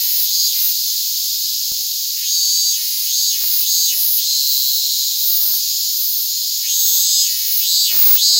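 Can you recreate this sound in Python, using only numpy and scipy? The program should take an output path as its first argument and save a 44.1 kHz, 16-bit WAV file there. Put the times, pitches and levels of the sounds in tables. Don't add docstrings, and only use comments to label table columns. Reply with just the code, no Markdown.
import sys
import numpy as np
from scipy import signal
from scipy.fft import rfft, irfft, next_fast_len
from scipy.io import wavfile
from scipy.ndimage import uniform_filter1d, minimum_filter1d

SR = 44100
rng = np.random.default_rng(int(sys.argv[2]) if len(sys.argv) > 2 else 0)


def transcribe(u):
    v = np.clip(np.atleast_2d(u).T, -1, 1)
    q = np.round(v * 32767).astype(np.int16)
    wavfile.write(sys.argv[1], SR, q)


N = 369999
TIME = np.arange(N) / SR

# frequency_hz, relative_db
AIR_EQ = [(20, 7), (60, -1.5), (180, 1), (350, -4), (800, -7.5), (1500, -7), (4000, -28)]
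CHORUS_BUZZ_EQ = [(1000, -71), (1700, -35), (2300, -25.5), (3000, -12.5), (3600, -4), (4200, 2.5),
                  (4900, 3), (5400, 1.5), (5850, -4), (6600, 2.5), (7300, -4.5), (8400, -18.5),
                  (10000, -20), (14000, -50)]
CHORUS_SIZZLE_EQ = [(6000, -54), (8600, -25.5), (9800, -15), (10800, -8.5), (12500, -2.5), (14200, 2),
                    (15600, 2.5), (17000, 2)]
CRACKLE_EQ = [(20, 6), (120, 4), (172, 7), (250, 5), (345, 2), (520, 4.5), (700, 3.5), (1500, 3.5),
              (3000, -2.5), (6000, -3.5), (12000, -14)]
NEIGHBOUR_SIZZLE_EQ = [(6000, -46), (10000, -15.5), (11300, -10), (12300, 1.5), (13300, -1), (14400, 3),
                       (15500, 4.5), (17000, -3.5)]
NEIGHBOUR_RING_EQ = [(2000, -54.5), (3500, -14.5), (4400, 0), (5000, -0.5), (5900, -13), (6500, -5),
                     (6950, 4.5), (7600, -26), (9000, -28)]
NEAR_SIZZLE_EQ = [(6000, -65), (9300, -15), (10500, -8), (11700, 1), (13000, 1), (14300, 5.5), (15500, 4),
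                  (17000, -0.5)]
NEAR_HUM_EQ = [(100, -16), (175, -28), (345, 6.5), (520, -12), (690, -2), (1030, 12), (1350, -24),
               (2000, -18), (4000, -24)]

# time_s, buzz_db, sizzle_db
CHORUS_LEVELS = [(0, -21.5, -17), (.45, -21, -17.5), (.9, -20.5, -17.5), (1.6, -21.3, -20),
                 (2.1, -22.5, -20.5), (2.9, -22, -19.5), (3.45, -21.5, -18), (3.85, -22.5, -16),
                 (4.3, -20, -19.5), (4.9, -21.5, -18.5), (5.35, -21.5, -19), (5.75, -21, -19),
                 (6.1, -23.3, -17), (6.4, -22.5, -20), (7.1, -22.5, -19), (7.5, -22, -16.5),
                 (7.9, -22.5, -17.5), (8.39, -21.5, -19.5)]
# start_s, end_s, level_db
CRACKLE_SPELLS = [(.21, .26, -54), (0.623, 0.716, -46.5), (3.408, 3.46, -40.5), (3.479, 3.63, -46.5),
                  (3.793, 3.835, -49.5), (4.56, 4.732, -59.5), (5.299, 5.573, -44), (6.821, 7.02, -47),
                  (7.132, 7.17, -50), (7.548, 7.647, -53.5), (7.909, 8.181, -34.5), (8.3, 8.421, -46.5)]
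# start_s, end_s, buckles_per_s (each tymbal), level_db
NEIGHBOUR_BURSTS = [(4.357, 4.82, 167, -17.5), (5.15, 5.613, 159, -12.5), (5.858, 6.296, 155, -18),
                    (6.699, 7.071, 160, -14.5), (7.42, 7.659, 153, -13.5)]
# start_s, end_s, buckles_per_s (each tymbal), abdomen_db,
# sizzle_db, rib_ring_hz, rib_ring_db, whistle_db (relative to the sizzle)
NEAR_DRONES = [(-.1, 0.287, 177, -38.5, -14, 11840, -33, -14),
               (0.518, 0.741, 164.8, -38.5, -12.5, 14200, -27, -13),
               (2.135, 2.279, 126, -39.5, -45, 9800, -45, -20),
               (2.748, 3.107, 163, -40.5, -21.5, 10300, -33.5, -12),
               (3.332, 3.661, 164, -40.5, -13.5, 10380, -42, -6),
               (3.9, 4.219, 173.1, -43, -10, 11120, -31, -26),
               (6.591, 6.698, 171, -45, -43, 9764, -43, -20),
               (7.259, 7.649, 171.5, -38, -27, 10400, -36, -15),
               (7.88, 8.191, 159, -35.5, -6, 12270, -28, 8)]
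# start_s, end_s, first_buckles_per_s, last_buckles_per_s,
# lead_cycles (how early the second tymbal comes), abdomen_hz, abdomen_db, whine_hz, whine_db,
# whine_db_per_s, upper_ring_db, top_ring_db
NEAR_SWELLS = [(0.252, 0.545, 165.9, 160, 0.026, 4630, -20.5, 4760, -22, 33, -23.5, -38),
               (2.22, 2.791, 165.5, 174.7, .021, 4330, -23.5, 4625, -17.5, -12, -21, -30),
               (3.059, 3.377, 167.7, 171.9, 0.027, 4300, -22, 4590, -24, -11, -21.5, -31.5),
               (3.622, 3.952, 172.3, 173.8, 0.021, 4460, -19, 4720, -28, -5, -20, -28),
               (4.173, 4.442, 167.2, 159.9, 0.026, 4390, -24.5, 4197, -21, -25, -28, -32),
               (6.631, 7.302, 165.4, 175, 0.014, 3998, -22.5, 4970, -15, 50, -20, -22),
               (7.604, 7.933, 170.8, 174.3, 0.016, 4310, -17, 4690, -18, 17, -27, -24),
               (8.159, 8.473, 174, 175.2, 0.018, 4520, -11.5, 4754, -22, 38, -19.5, -23)]

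LIFT_S, DROP_S = .094, .08
DRONE_FADE_S = .039


def from_db(db):
    return 10 ** (np.asarray(db) / 20)


def unit_rms(x):
    return x / np.sqrt(np.mean(x ** 2) + 1e-20)


def levelled(x):
    return x / np.sqrt(np.maximum(uniform_filter1d(x * x, size=1500), 1e-14))


def automation(rows):
    times, *columns = np.transpose(rows)
    return [np.interp(TIME, times, column) for column in columns]


def held(starts, values):
    return values[np.maximum(np.searchsorted(starts, TIME) - 1, 0)]


def drift(turns_per_s):
    knots = rng.standard_normal(4000)
    return np.interp(TIME * turns_per_s, np.arange(len(knots)), knots)


def gate(start, end, attack_s, release_s):
    return np.clip(np.minimum((TIME - start) / attack_s, (end - TIME) / release_s), 0, 1)


def notes(starts, ends, levels_db, attack_s, release_s, db_per_s):
    gain = np.zeros(N)
    for start, end, db, slope in np.broadcast(starts, ends, levels_db, db_per_s):
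        on = slice(*np.searchsorted(TIME, [start, end]))
        growth_db = slope * (TIME[on] - (end if slope > 0 else start))
        gain[on] += gate(start, end, attack_s, release_s)[on] * from_db(db + growth_db)
    return gain


def eq(x, curve):
    size = next_fast_len(N + 2000)
    hz, db = np.transpose(curve)
    bins_hz = np.maximum(np.arange(size // 2 + 1) * SR / size, 1)
    gain = from_db(np.interp(np.log(bins_hz), np.log(hz), db))
    return irfft(rfft(x, size) * gain, size)[:N]


def resonance(x, centre_hz, width_hz, order):
    carrier = np.exp(2j * np.pi * np.cumsum(centre_hz * np.ones(N)) / SR)
    lowpass = signal.butter(order, width_hz / 2, fs=SR, output="sos")
    return levelled(np.real(carrier * signal.sosfilt(lowpass, x / carrier + 1e-18)))


def tymbals(rate, jitter_s, uneven_db, offset_cycles=.48, second_db=-3.5):
    cycles = np.cumsum(rate) / SR
    beats = np.arange(1, int(cycles[-1]) + 1)
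    train, taps = np.zeros(N), np.arange(-5, 7)
    for shift, db in ((0, 0), (offset_cycles, second_db)):
        slip, accent = rng.standard_normal((2000, 2))[:len(beats)].T
        due_s = np.interp(beats + np.interp(beats, cycles, shift * np.ones(N)), cycles, TIME)
        position = SR * (due_s + slip * np.interp(due_s, TIME, jitter_s * np.ones(N)))
        samples = position.astype(int)[:, None] + taps
        gap = samples - position[:, None]
        click = np.sinc(gap) * np.cos(np.pi * gap / len(taps))
        np.add.at(train, np.clip(samples, 0, N - 1), click * from_db(db + uneven_db * accent)[:, None])
    return train


def ribs(clicks, ring_s, rough):
    fade = np.exp(-TIME[:256] / ring_s)
    smear = rfft(np.roll(fade * rng.standard_normal(len(fade)), 32))
    snap = signal.oaconvolve(clicks, irfft(smear / np.abs(smear)))[32:N + 32]
    grit = signal.oaconvolve(clicks, fade)[:N] * rng.standard_normal(N)
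    return unit_rms(snap) + rough * unit_rms(grit)


def small_body(x):
    return signal.sosfilt(signal.butter(2, 1400, "high", fs=SR, output="sos"), x + 1e-18)


def trees(x, wet_db, decay_s=.2):
    age_s = TIME[:SR // 2]
    tail = rng.standard_normal(len(age_s)) * from_db(-60 * age_s / decay_s) * (age_s > .003)
    return x + from_db(wet_db) * signal.oaconvolve(x, tail / np.linalg.norm(tail))[:N]


def air():
    return from_db(-64.5) * unit_rms(eq(rng.standard_normal(N), AIR_EQ))


def far_chorus(males=8):
    tempos = [rate * (1 + .02 * drift(2.7)) for rate in np.linspace(152, 186, males)]
    voices = sum(tymbals(rate, jitter_s=8e-6, uneven_db=4.5) * from_db(2 * drift(2.51))
                 for rate in tempos)
    crowd = levelled(unit_rms(trees(voices, wet_db=5)) + 1.03 * rng.standard_normal(N))
    buzz_db, sizzle_db = automation(CHORUS_LEVELS)
    buzz = from_db(buzz_db) * unit_rms(eq(crowd, CHORUS_BUZZ_EQ))
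    sizzle = from_db(sizzle_db) * unit_rms(eq(crowd, CHORUS_SIZZLE_EQ))
    return buzz + sizzle


def finger_knock(at_s=1.719, level_db=-26.5):
    tap = 1e-18 + (np.arange(N) == int(at_s * SR))
    thud = signal.lfilter(*signal.butter(1, 130, fs=SR), tap)
    thud = signal.lfilter(*signal.butter(2, 1800, fs=SR), thud)
    return from_db(level_db) * thud / thud.max()


def microphone_crackle(near_rate):
    in_burst = [(TIME > start) & (TIME < end) for start, end, *_ in NEIGHBOUR_BURSTS]
    rate = np.select(in_burst, [per_s for _, _, per_s, _ in NEIGHBOUR_BURSTS], near_rate)
    pops = tymbals(rate, jitter_s=3.5e-4, uneven_db=3.5, second_db=-10)
    pops = levelled(pops * (1 + .8 * drift(400)))
    spells = notes(*np.transpose(CRACKLE_SPELLS), attack_s=.022, release_s=.022, db_per_s=14)
    return spells * unit_rms(eq(pops, CRACKLE_EQ))


def neighbour(release_s=.065, ring_s=.35, ring_db=-25):
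    start, end, rate, burst_db = np.transpose(NEIGHBOUR_BURSTS)
    clicks = tymbals(held(start, rate) * (1 + .012 * drift(8)), jitter_s=3e-6, uneven_db=.5)
    membrane = trees(ribs(clicks, ring_s=.0004, rough=.35), wet_db=-6)
    bursts = notes(start, end, burst_db, attack_s=.15, release_s=release_s, db_per_s=-5.5)
    tails = sum(gate(stop - release_s, stop + ring_s, attack_s=.09, release_s=.09) for stop in end)
    sizzle = bursts * levelled(eq(membrane, NEIGHBOUR_SIZZLE_EQ))
    ring = from_db(ring_db) * tails * levelled(eq(membrane, NEIGHBOUR_RING_EQ))
    return sizzle + ring


def closing_rattle(start_s=4.33, end_s=5.58, buckles_per_s=138, sag_hz_per_s=300):
    rate = buckles_per_s * (1 + .015 * drift(12))
    clicks = small_body(tymbals(rate, jitter_s=1.2e-4, uneven_db=1.5, offset_cycles=.2))
    abdomen_hz = 4245 - sag_hz_per_s * np.clip(TIME - start_s, 0, 2)
    body = from_db(-21.5) * resonance(clicks, abdomen_hz, width_hz=500, order=3)
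    upper = from_db(-30) * resonance(clicks, centre_hz=6860, width_hz=2500, order=3)
    return trees(gate(start_s, end_s, attack_s=.065, release_s=.87) * (body + upper), wet_db=-20)


def near_tempo(kick_per_s=6, kick_s=.08, settle_s=.17):
    points = []
    for start, end, first, last, *_ in NEAR_SWELLS:
        points += [(start + kick_s / 10, first + kick_per_s), (start + kick_s, first)]
        points += [(end - DROP_S / 2, last)]
    for start, end, rate, *_ in NEAR_DRONES:
        points += [(min(start + settle_s, end - kick_s), rate), (end - kick_s, rate)]
    return automation(sorted(points))[0]


def abdomen_lift():
    return 1 - sum(gate(start - DROP_S / 2, end + LIFT_S / 2, DROP_S, LIFT_S)
                   for start, end, *_ in NEAR_DRONES)


def drone_sizzle(clicks, release_s=.052):
    start, end, _, _, sizzle_db, rib_hz, rib_db, whistle_db = np.transpose(NEAR_DRONES)
    membrane = trees(ribs(clicks, ring_s=.0004, rough=.2), wet_db=-10)
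    rib = resonance(membrane, held(start, rib_hz), width_hz=1000, order=2)
    rib *= notes(start, end, rib_db, DRONE_FADE_S, release_s, db_per_s=0)
    whistle = resonance(membrane, centre_hz=15470, width_hz=310, order=2)
    whistle *= from_db(held(start, whistle_db))
    sizzle = levelled(levelled(eq(membrane, NEAR_SIZZLE_EQ)) + whistle)
    hum = from_db(-48.5) * unit_rms(eq(clicks, NEAR_HUM_EQ))
    build = notes(start, end, sizzle_db, attack_s=.12, release_s=release_s, db_per_s=22.5)
    return rib + build * (sizzle + hum)


def abdomen_rings(drive, lift, drone_gain, rest_hz=2646, attack_s=.097, release_s=.098):
    (start, end, _, _, _, lifted_hz, body_db,
     whine_hz, whine_db, whine_db_per_s, upper_db, top_db) = np.transpose(NEAR_SWELLS)
    abdomen_hz = rest_hz + lift * (held(start, lifted_hz) - rest_hz)
    body = resonance(drive, abdomen_hz, width_hz=1040, order=3)
    body *= drone_gain + notes(start, end, body_db, attack_s, release_s, db_per_s=6)
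    whine = resonance(drive, held(start, whine_hz), width_hz=180, order=2)
    whine *= notes(start + LIFT_S / 2, end - DROP_S / 2, whine_db, LIFT_S, DROP_S / 2, whine_db_per_s)
    upper_hz = 6544 + .05 * (abdomen_hz - 4200)
    upper = resonance(drive, upper_hz, width_hz=425, order=2)
    upper += from_db(-20) * resonance(drive, centre_hz=9600, width_hz=270, order=2)
    upper *= notes(start, end, upper_db, attack_s=.079, release_s=.05, db_per_s=0)
    top = resonance(drive, centre_hz=7720, width_hz=630, order=3)
    top *= notes(start, end, top_db, attack_s, release_s, db_per_s=13)
    return body + whine + upper + top


def near_male(rate, rest_lead_cycles=.0318):
    lift = abdomen_lift()
    swell_start, _, _, _, swell_lead, *_ = np.transpose(NEAR_SWELLS)
    lead = rest_lead_cycles + lift * (held(swell_start, swell_lead) - rest_lead_cycles)
    clicks = tymbals(rate, jitter_s=2e-6, uneven_db=-.3, offset_cycles=.5 - lead, second_db=-2.6)
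    buckles = unit_rms(clicks) + .07 * ribs(clicks, ring_s=.0005, rough=.3)
    drive = small_body(trees(buckles, wet_db=-10))
    start, end, _, drone_db, *_ = np.transpose(NEAR_DRONES)
    drone_gain = notes(start, end, drone_db, DRONE_FADE_S, DRONE_FADE_S, db_per_s=-10.5)
    nasal = from_db(-9) * drone_gain * resonance(drive, centre_hz=2156, width_hz=390, order=2)
    return abdomen_rings(drive, lift, drone_gain) + nasal + drone_sizzle(clicks)


def scene():
    rate = near_tempo()
    bed = air()
    singers = near_male(rate) + closing_rattle() + neighbour() + far_chorus()
    mono = bed + singers + microphone_crackle(rate) + finger_knock()
    return np.array([mono, mono])


def record(dry):
    ceiling, cutoff_hz = .88, 15780
    gain = minimum_filter1d(ceiling / np.maximum(np.abs(dry), ceiling), size=129)
    gain = uniform_filter1d(uniform_filter1d(gain, size=65), size=65)
    return signal.sosfilt(signal.ellip(12, .2, 80, cutoff_hz, fs=SR, output="sos"), dry * gain)


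dry = scene()
out = record(dry)
transcribe(out)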